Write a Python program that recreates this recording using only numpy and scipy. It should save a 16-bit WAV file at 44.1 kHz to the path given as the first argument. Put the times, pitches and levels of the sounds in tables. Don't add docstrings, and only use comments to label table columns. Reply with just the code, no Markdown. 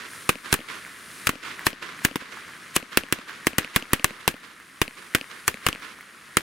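import sys
import numpy as np
from scipy import signal
from scipy.fft import rfft, irfft
from scipy.io import wavfile
from scipy.ndimage import uniform_filter1d

SR = 44100
rng = np.random.default_rng(int(sys.argv[2]) if len(sys.argv) > 2 else 0)


def to_wav(s):
    ch = np.atleast_2d(s).T
    pcm = np.round(np.clip(ch, -1, 1) * 32767)
    wavfile.write(sys.argv[1], SR, pcm.astype(np.int16))


def volts(x):
    e = np.asarray(x, float) / 20
    return 10 ** e


N = 283101
T = np.arange(N) / SR
WALL_S, ECHO_SHARE = 0.0628, 0.36


def colour(x, spectrum):
    hz, db = np.transpose(spectrum)
    bin_hz = np.arange(1025) * SR / 2048
    log_gain = np.log(volts(np.interp(np.log(bin_hz + 1), np.log(hz), db)))
    cepstrum = irfft(log_gain)
    cepstrum[1:1024] *= 2
    cepstrum[1025:] = 0
    response = irfft(np.exp(rfft(cepstrum)))
    response /= np.sqrt(np.sum(response ** 2))
    return signal.fftconvolve(x, response[None], axes=1)[:, :x.shape[1]]


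def ring(t, hz, rise_s, fall_s):
    t = np.maximum(t, 0)
    return np.sin(2 * np.pi * hz * t) * (1 - np.exp(-t / rise_s)) * np.exp(-t / fall_s)


def pair(size, side_db):
    mid, side = rng.standard_normal((2, size))
    return np.array([mid + volts(side_db) * side, mid - volts(side_db) * side])


def grains(size, scatter_db, grain_s):
    density = uniform_filter1d(rng.exponential(size=size), int(grain_s * SR))
    gain = volts(scatter_db * density * np.sqrt(grain_s * SR))
    return gain / np.sqrt(np.mean(gain ** 2))


def add(out, x, s):
    i = int(s * SR)
    if i + x.shape[1] > 0:
        out[:, max(i, 0):i + x.shape[1]] += x[:, max(-i, 0):max(out.shape[1] - i, 0)]


# (time [s], peak [dB])
EARLIER_BLASTS = [
    (-0.84, -3),
    (-0.67, -2),
    (-.189, -6.5),
]


def echoes():
    return [(s + WALL_S, ECHO_SHARE * peak_db) for s, peak_db, *_ in [*EARLIER_BLASTS, *BLASTS]]


# (delay after slap [s], left [dB], right [dB])
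WOOD_RETURN = [
    (-.01, -2, -19),
    (.082, -11.5, -14),
    (.097, 0.5, 4.5),
    (0.128, -8.5, -0.5),
    (.192, -7.5, -4.5),
    (.215, -25, -20),
    (.3, -14.5, -12.5),
    (.44, -20, -25.5),
    (.64, -43, -37),
]
# (frequency [Hz], density [dB])
WOOD_SPECTRUM = [(35, -55), (60, -28.5), (270, -5), (393, -3), (777, -14.5), (1030, 0.5), (1270, 0),
                 (1400, 2), (2040, 0), (2580, -3.5), (2830, -4.5), (3840, -7.5), (10800, -25.5),
                 (15400, -32), (16500, -50)]


def wood():
    delay_s, *sides_db = np.transpose(WOOD_RETURN)
    lead_s = 0.03
    t = np.arange(int(delay_s[-1] * SR)) / SR - lead_s
    shape = volts(np.array([np.interp(t, delay_s, db) for db in sides_db]))
    out = np.zeros((2, N))
    for s, echo_db in echoes():
        wash = pair(len(t), -7) * grains(len(t), 2.3, grain_s=0.002)
        add(out, volts(echo_db) * shape * wash, s - lead_s)
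    return colour(out, WOOD_SPECTRUM)


def valley_gain(fall_s, rise_s=0.17):
    s, echo_db = np.transpose(echoes())[..., None]
    coarse_t = T[::100]
    since = np.maximum(coarse_t - s, 0)
    swell = (1 - np.exp(-since / rise_s)) * np.exp(-since / fall_s)
    power = np.sum(volts(2 * echo_db) * swell, axis=0)
    return np.interp(T, coarse_t, np.sqrt(power))


# (frequency [Hz], density [dB])
VALLEY_SPECTRUM = [(290, -34), (500, -33), (817, -16), (1080, -5), (1110, -4.5), (1340, -1), (1370, -2.5),
                   (1770, -1), (2020, -2.5), (5000, -21.5), (6500, -63), (11000, -120)]
# (frequency [Hz], density [dB])
VALLEY_LOW_SPECTRUM = [(24, -32), (40, -14), (139, -4), (162, -1.5), (199, 0.5), (333, -3), (700, -10.5),
                       (910, -19), (1540, -120)]


def valley():
    roll = colour(pair(N, -9) * grains(N, 1.86, grain_s=0.002), VALLEY_SPECTRUM)
    low = colour(pair(N, -16.5), VALLEY_LOW_SPECTRUM)
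    return volts(-45) * valley_gain(fall_s=1) * roll + volts(-51.5) * valley_gain(fall_s=0.61) * low


# (time [s], level [dB])
BURN = [(0, -58.5), (.13, -47.5), (.27, -48.5), (.5, -50.5), (.75, -51), (1.2, -48), (1.4, -54.5),
        (1.9, -60), (2.05, -52), (2.3, -55.5), (2.65, -54.5), (3.3, -56), (4.1, -51), (4.5, -51.5),
        (4.78, -49), (5.1, -48.5), (5.6, -51), (6.42, -52.5)]
# (frequency [Hz], density [dB])
HISS_SPECTRUM = [(4000, -37), (7500, -10), (8700, -2), (10500, -2.5), (12000, -9.5), (15700, -17),
                 (16500, -52)]
# (frequency [Hz], density [dB])
SPUTTER_SPECTRUM = [(1500, -30), (3000, -2.5), (4000, -2), (7000, -4), (12000, -26), (16000, -26),
                    (16500, -53)]


def fuse():
    hiss_db = np.interp(T, *np.transpose(BURN))
    sputter_db = -51 + 0.42 * (hiss_db - np.mean(hiss_db))
    sputter = colour(pair(N, -12.5) * grains(N, 1.7, grain_s=0.0024), SPUTTER_SPECTRUM)
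    hiss = colour(pair(N, -14) * grains(N, 0.63, grain_s=0.0012), HISS_SPECTRUM)
    return volts(sputter_db) * sputter + volts(hiss_db) * hiss


# (time [s], level [dB])
SLOW_GAIN = [(0, 1), (.25, -0.5), (.7, -0.5), (.95, -3.5), (1.25, 0.5), (1.5, 1.5), (2.0, 0), (2.6, -2),
             (3.3, -2), (4.2, -7.5), (4.7, -10), (5.0, -6.5), (5.8, -3.5), (6.05, -8.5), (6.42, -4.5)]


def duck():
    duck_db, recover_s, grip_s = 3.5, 0.17, 0.04
    hold_db, hold_s, release_s = -5, 0.15, 0.014
    t = T[::40]
    blast_s = np.array([s for s, _ in echoes()])[:, None] - WALL_S
    since = t - blast_s
    release = (1 - np.tanh((since - hold_s) / release_s)) / 2
    grip = 1 - np.exp(-np.maximum(since, 0) / grip_s)
    held = np.max(release * grip, axis=0)
    creep = np.max(np.exp(-np.abs(since) / recover_s) * (since > 0), axis=0)
    slow_db = np.interp(t, *np.transpose(SLOW_GAIN))
    gain_db = slow_db - held * np.maximum(slow_db - hold_db, 0) - duck_db * creep
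    return volts(np.interp(T, t, gain_db))


# (delay after slap [s], level over wash [dB], ring [Hz])
FACES = [
    (0.25, 0, 1510),
    (.261, 14.5, 1606),
    (.277, 8, 1420),
    (.29, 6, 1500),
]


def faces():
    out = np.zeros((2, N))
    t = np.arange(300) / SR
    for s, echo_db in echoes():
        for delay_s, db, hz in FACES:
            size_db, detune_db, jitter = rng.standard_normal(size=3)
            knock = ring(t, hz * volts(1.25 * detune_db), rise_s=0.00048, fall_s=0.00075)
            knock *= 1 + 0.22 * rng.standard_normal(len(t))
            sides_db = echo_db + db + 2.5 * size_db + np.array([[5], [7]])
            add(out, volts(sides_db) * knock, s + delay_s - 0.001 + 0.0005 * jitter)
    return out


# (frequency [Hz], density [dB])
CRACK_SPECTRUM = [(290, -38), (500, -3), (1410, 2), (2460, 2), (5430, -4), (7270, -16), (8420, -6),
                  (9330, -5), (10500, -4.5), (12000, -29), (14300, -6.5), (15600, -7), (16500, -40)]
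# (frequency [Hz], density [dB])
EDGE_SPECTRUM = [(1500, -24), (4500, -7), (6500, -4), (9500, -1.5), (12500, -7.5), (16000, -8.5),
                 (17000, -31)]
# (frequency [Hz], density [dB])
SCATTER_SPECTRUM = [(35, -33), (60, -7), (326, 4), (854, -9), (1650, 0), (1940, -1), (2640, -1.5),
                    (3500, -7), (4750, -13), (6450, -13.5), (12200, -13), (15400, -22), (16500, -41)]
# (delay [s], left [dB], right [dB], ring [Hz], edge [dB])
NEAR_ECHOES = [
    (.0044, 4, -3.5, 2400, -8),
    (0.0104, -34, -2, 2300, -22),
    (.037, -19.5, -17.5, 1900, 4.5),
]


def blast(peak_db, crack_db, body_db, thump_db, suction_db, low_db, low_hz, high_hz, high_db, body_hz):
    t = np.arange(4096) / SR
    fronts = (rng.random(len(t)) < 0.07) * np.exp(-(t / 0.0018) ** 3)
    fronts[[2, 28]] = 1
    shock = colour(pair(len(t), -7) * fronts, CRACK_SPECTRUM)
    shock = np.tanh(1.3 * shock / np.abs(shock).max())
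    bright = colour(pair(len(t), -27) * (fronts + 0.069) * np.exp(-(t / 0.00092) ** 2), EDGE_SPECTRUM)
    out = volts(peak_db + 0.5) * shock + volts(crack_db + 10.5) * bright
    out += volts(low_db + 9) * ring(t - 0.0006, low_hz, 0.00089, 0.0014)
    out += volts(high_db + 7.5) * ring(t - 0.0003, high_hz, 0.0008, 0.0017)

    near_t = t[:400]
    for later, (delay_s, left_db, right_db, hz, edge_db) in enumerate(NEAR_ECHOES):
        edge = volts(edge_db + 0.3 * (crack_db + 12)) * rng.standard_normal(400)
        edge *= np.exp(-((near_t - 0.0003) / 0.0001) ** 2)
        edge = uniform_filter1d(edge, size=1 + 3 * later)
        front = edge - ring(near_t, hz * volts(1.44 * rng.standard_normal()), 0.0001, 0.00031)
        sides_db = peak_db + np.array([[left_db], [right_db]])
        add(out, volts(sides_db) * front, delay_s + 0.0003 * rng.standard_normal())

    detune = volts(0.5 * rng.standard_normal((2, 2, 1)))
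    out += volts(body_db + 13) * ring(t, body_hz * detune[0] ** 0.75, 0.0016, 0.0025)
    out -= volts(thump_db + 6) * ring(t - 0.0005, 190 * detune[1], 0.0054, 0.0023)
    suction = np.exp(-((t - 0.002) / 0.00099) ** 2)
    suction = suction - 0.3 * detune[1] ** 4 * np.exp(-((t - 0.006) / 0.0012) ** 2)
    out -= volts(suction_db + 15.5) * detune[0] ** 4 * suction
    fade = volts(-10) * np.exp(-t / 0.0037) + volts(-22.5) * np.exp(-t / 0.018)
    scatter = pair(len(t), -4) * grains(len(t), 2.6, grain_s=0.0005) * fade
    out += volts(peak_db) * colour(scatter, SCATTER_SPECTRUM)
    return out * volts(np.array([[0.4], [-0.4]]))


# (low ring [dB/dB], upper ring [dB/dB], thump [dB/dB])
PARTS_SHARE = (0.91, 1.64, .3)


def charge(peak_db, crack_db, high_hz, suction_db, low_hz, body_db):
    chance = rng.standard_normal(size=4)
    scatter_db = np.array([0.7, 1.5, 2]) * chance[1:]
    parts_db = np.array(PARTS_SHARE) * peak_db + np.array([-7.5, -8.5, -29]) + scatter_db
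    low_db, high_db, thump_db = parts_db
    body_hz = 320 * volts(0.5 * chance[0])
    return blast(peak_db, crack_db, body_db, thump_db, suction_db, low_db, low_hz, high_hz, high_db, body_hz)


# (delay [s], left [dB], right [dB])
AFTER_SLAP = [
    (.016, -22, -9),
    (.031, -3, -5),
]


def slap(peak_db, low_db):
    t = np.arange(2048) / SR
    swell = np.exp(-((t - 0.001) / 0.00055) ** 2)
    bend = volts(0.55 * rng.standard_normal())
    tick = volts(-7) * np.diff(uniform_filter1d(rng.standard_normal(len(t)), size=3), prepend=0)
    tones = np.sin(2 * np.pi * 2700 * bend * t) + volts(-11.5) * np.sin(2 * np.pi * 4500 * bend * t)
    high = swell * (tones + tick)
    low = ring(t - 0.0012, 278 * bend, 0.002, 0.0039) + volts(4) * ring(t - 0.001, 500, 0.00075, 0.0014)
    out = volts(peak_db + np.array([[4], [2]])) * high + volts(low_db + 12) * low
    for delay_s, left_db, right_db in AFTER_SLAP:
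        late = ring(t[:400], 1970, 0.0002, 0.00042) + volts(-17) * (swell * tick)[:400]
        add(out, volts(peak_db + 8 + np.array([[left_db], [right_db]])) * late, delay_s)
    return out


# (time [s], peak [dB], crack [dB], upper ring [Hz], boom [dB])
BLASTS = [(0.292, -2, -21, 2540, -33), (0.527, -4, -8, 1800, -29), (0.5407, -9, -15, 2240, -38),
          (1.2704, -6.5, -11.5, 2620, -34), (1.292, -10, -20.5, 1890, -37), (1.6672, -3, -13.5, 1860, -33),
          (2.0492, -3.5, -5.5, 1950, -34), (2.1575, -13, -47, 2530, -45), (2.7639, -5.5, -6, 3020, -35),
          (2.9722, -3, -3.5, 2644, -30), (3.1245, -7.5, -9, 1920, -34), (3.469, -5.5, -9.5, 1900, -39),
          (3.583, -3.5, -17, 1650, -34), (3.7611, -3, -14, 1970, -32), (3.933, -4.5, -10, 1894, -28),
          (4.044, -4.5, -7, 1830, -34.5), (4.2778, -3, -10, 2680, -35.5), (4.816, -5, -14, 2470, -28.5),
          (5.1488, -3.5, -12.5, 1860, -34.5), (5.4791, -4, -9, 1890, -35), (5.6653, -4.5, -11.5, 2840, -33),
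          (5.6863, -12, -19, 2700, -37.5), (6.3698, -3, -10.5, 2110, -35)]
# (low ground ring [Hz], body [dB], slap peak [dB])
PLACES = [(1210, -20, -27), (1700, -25, -31), (1110, -25, -33), (1330, -26, -42), (1100, -27, -34),
          (1050, -22, -30), (1700, -24, -31), (1000, -22, -46), (1210, -24, -31), (1370, -23, -26),
          (1520, -21, -31), (1160, -27, -30), (1540, -25, -22), (1080, -26, -25), (1164, -22, -25),
          (1170, -27, -29), (1000, -30, -34), (1160, -29, -24), (1530, -24, -22), (1160, -25, -23),
          (1150, -28, -19), (1150, -30, -29), (1356, -23, -27)]


def volley(out):
    for (s, peak_db, *kind), (*place, slap_db) in zip(BLASTS, PLACES):
        add(out, charge(peak_db, *kind, *place), s)
        add(out, slap(slap_db, low_db=-37 + ECHO_SHARE * peak_db), s + WALL_S)


# (time [s], level at blast [dB])
SWELLS = [
    (0.529, -24),
    (1.27, -29),
    (1.667, -21.5),
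    (2.049, -29),
    (2.763, -19),
    (3.469, -35),
    (3.761, -33),
    (5.479, -32),
    (5.665, -38),
]
# (frequency [Hz], density [dB])
SWELL_SPECTRUM = [(200, -25), (1000, 0), (2500, 1.5), (5000, -3), (9500, 0.5), (13000, -3.5), (16000, -19),
                  (16500, -50)]


def swells(out):
    t = np.arange(-1323, 0) / SR
    for s, level_db in SWELLS:
        swell = colour(pair(len(t), -21), SWELL_SPECTRUM) * np.exp(t / 0.006)
        add(out, volts(level_db) * swell, s - 0.03)


# (time [s], peak [dB])
SPITS = [
    (5.8012, -48),
    (6.0122, -34),
]


def spits(out):
    t = np.arange(66) / SR
    for s, peak_db in SPITS:
        add(out, volts(peak_db) * pair(len(t), -12) * np.exp(-t / 0.00026), s)


def scene():
    far = (wood() + faces()) * volts(-34)
    out = (far + valley() + fuse()) * duck()
    volley(out)
    swells(out)
    spits(out)
    return out


def band_limit(x):
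    return signal.sosfilt(signal.butter(12, 16980, fs=SR, output="sos"), x)


def record(dry):
    clipped = np.clip(dry, -0.8, 0.8)
    no_rumble = signal.sosfilt(signal.butter(1, 3, "high", fs=SR, output="sos"), clipped)
    top_cut = signal.ellip(7, 0.1, 55, 15900, fs=SR, output="sos")
    mix = signal.sosfilt(top_cut, no_rumble)
    return band_limit(mix)


dry = scene()
out = record(dry)
to_wav(out)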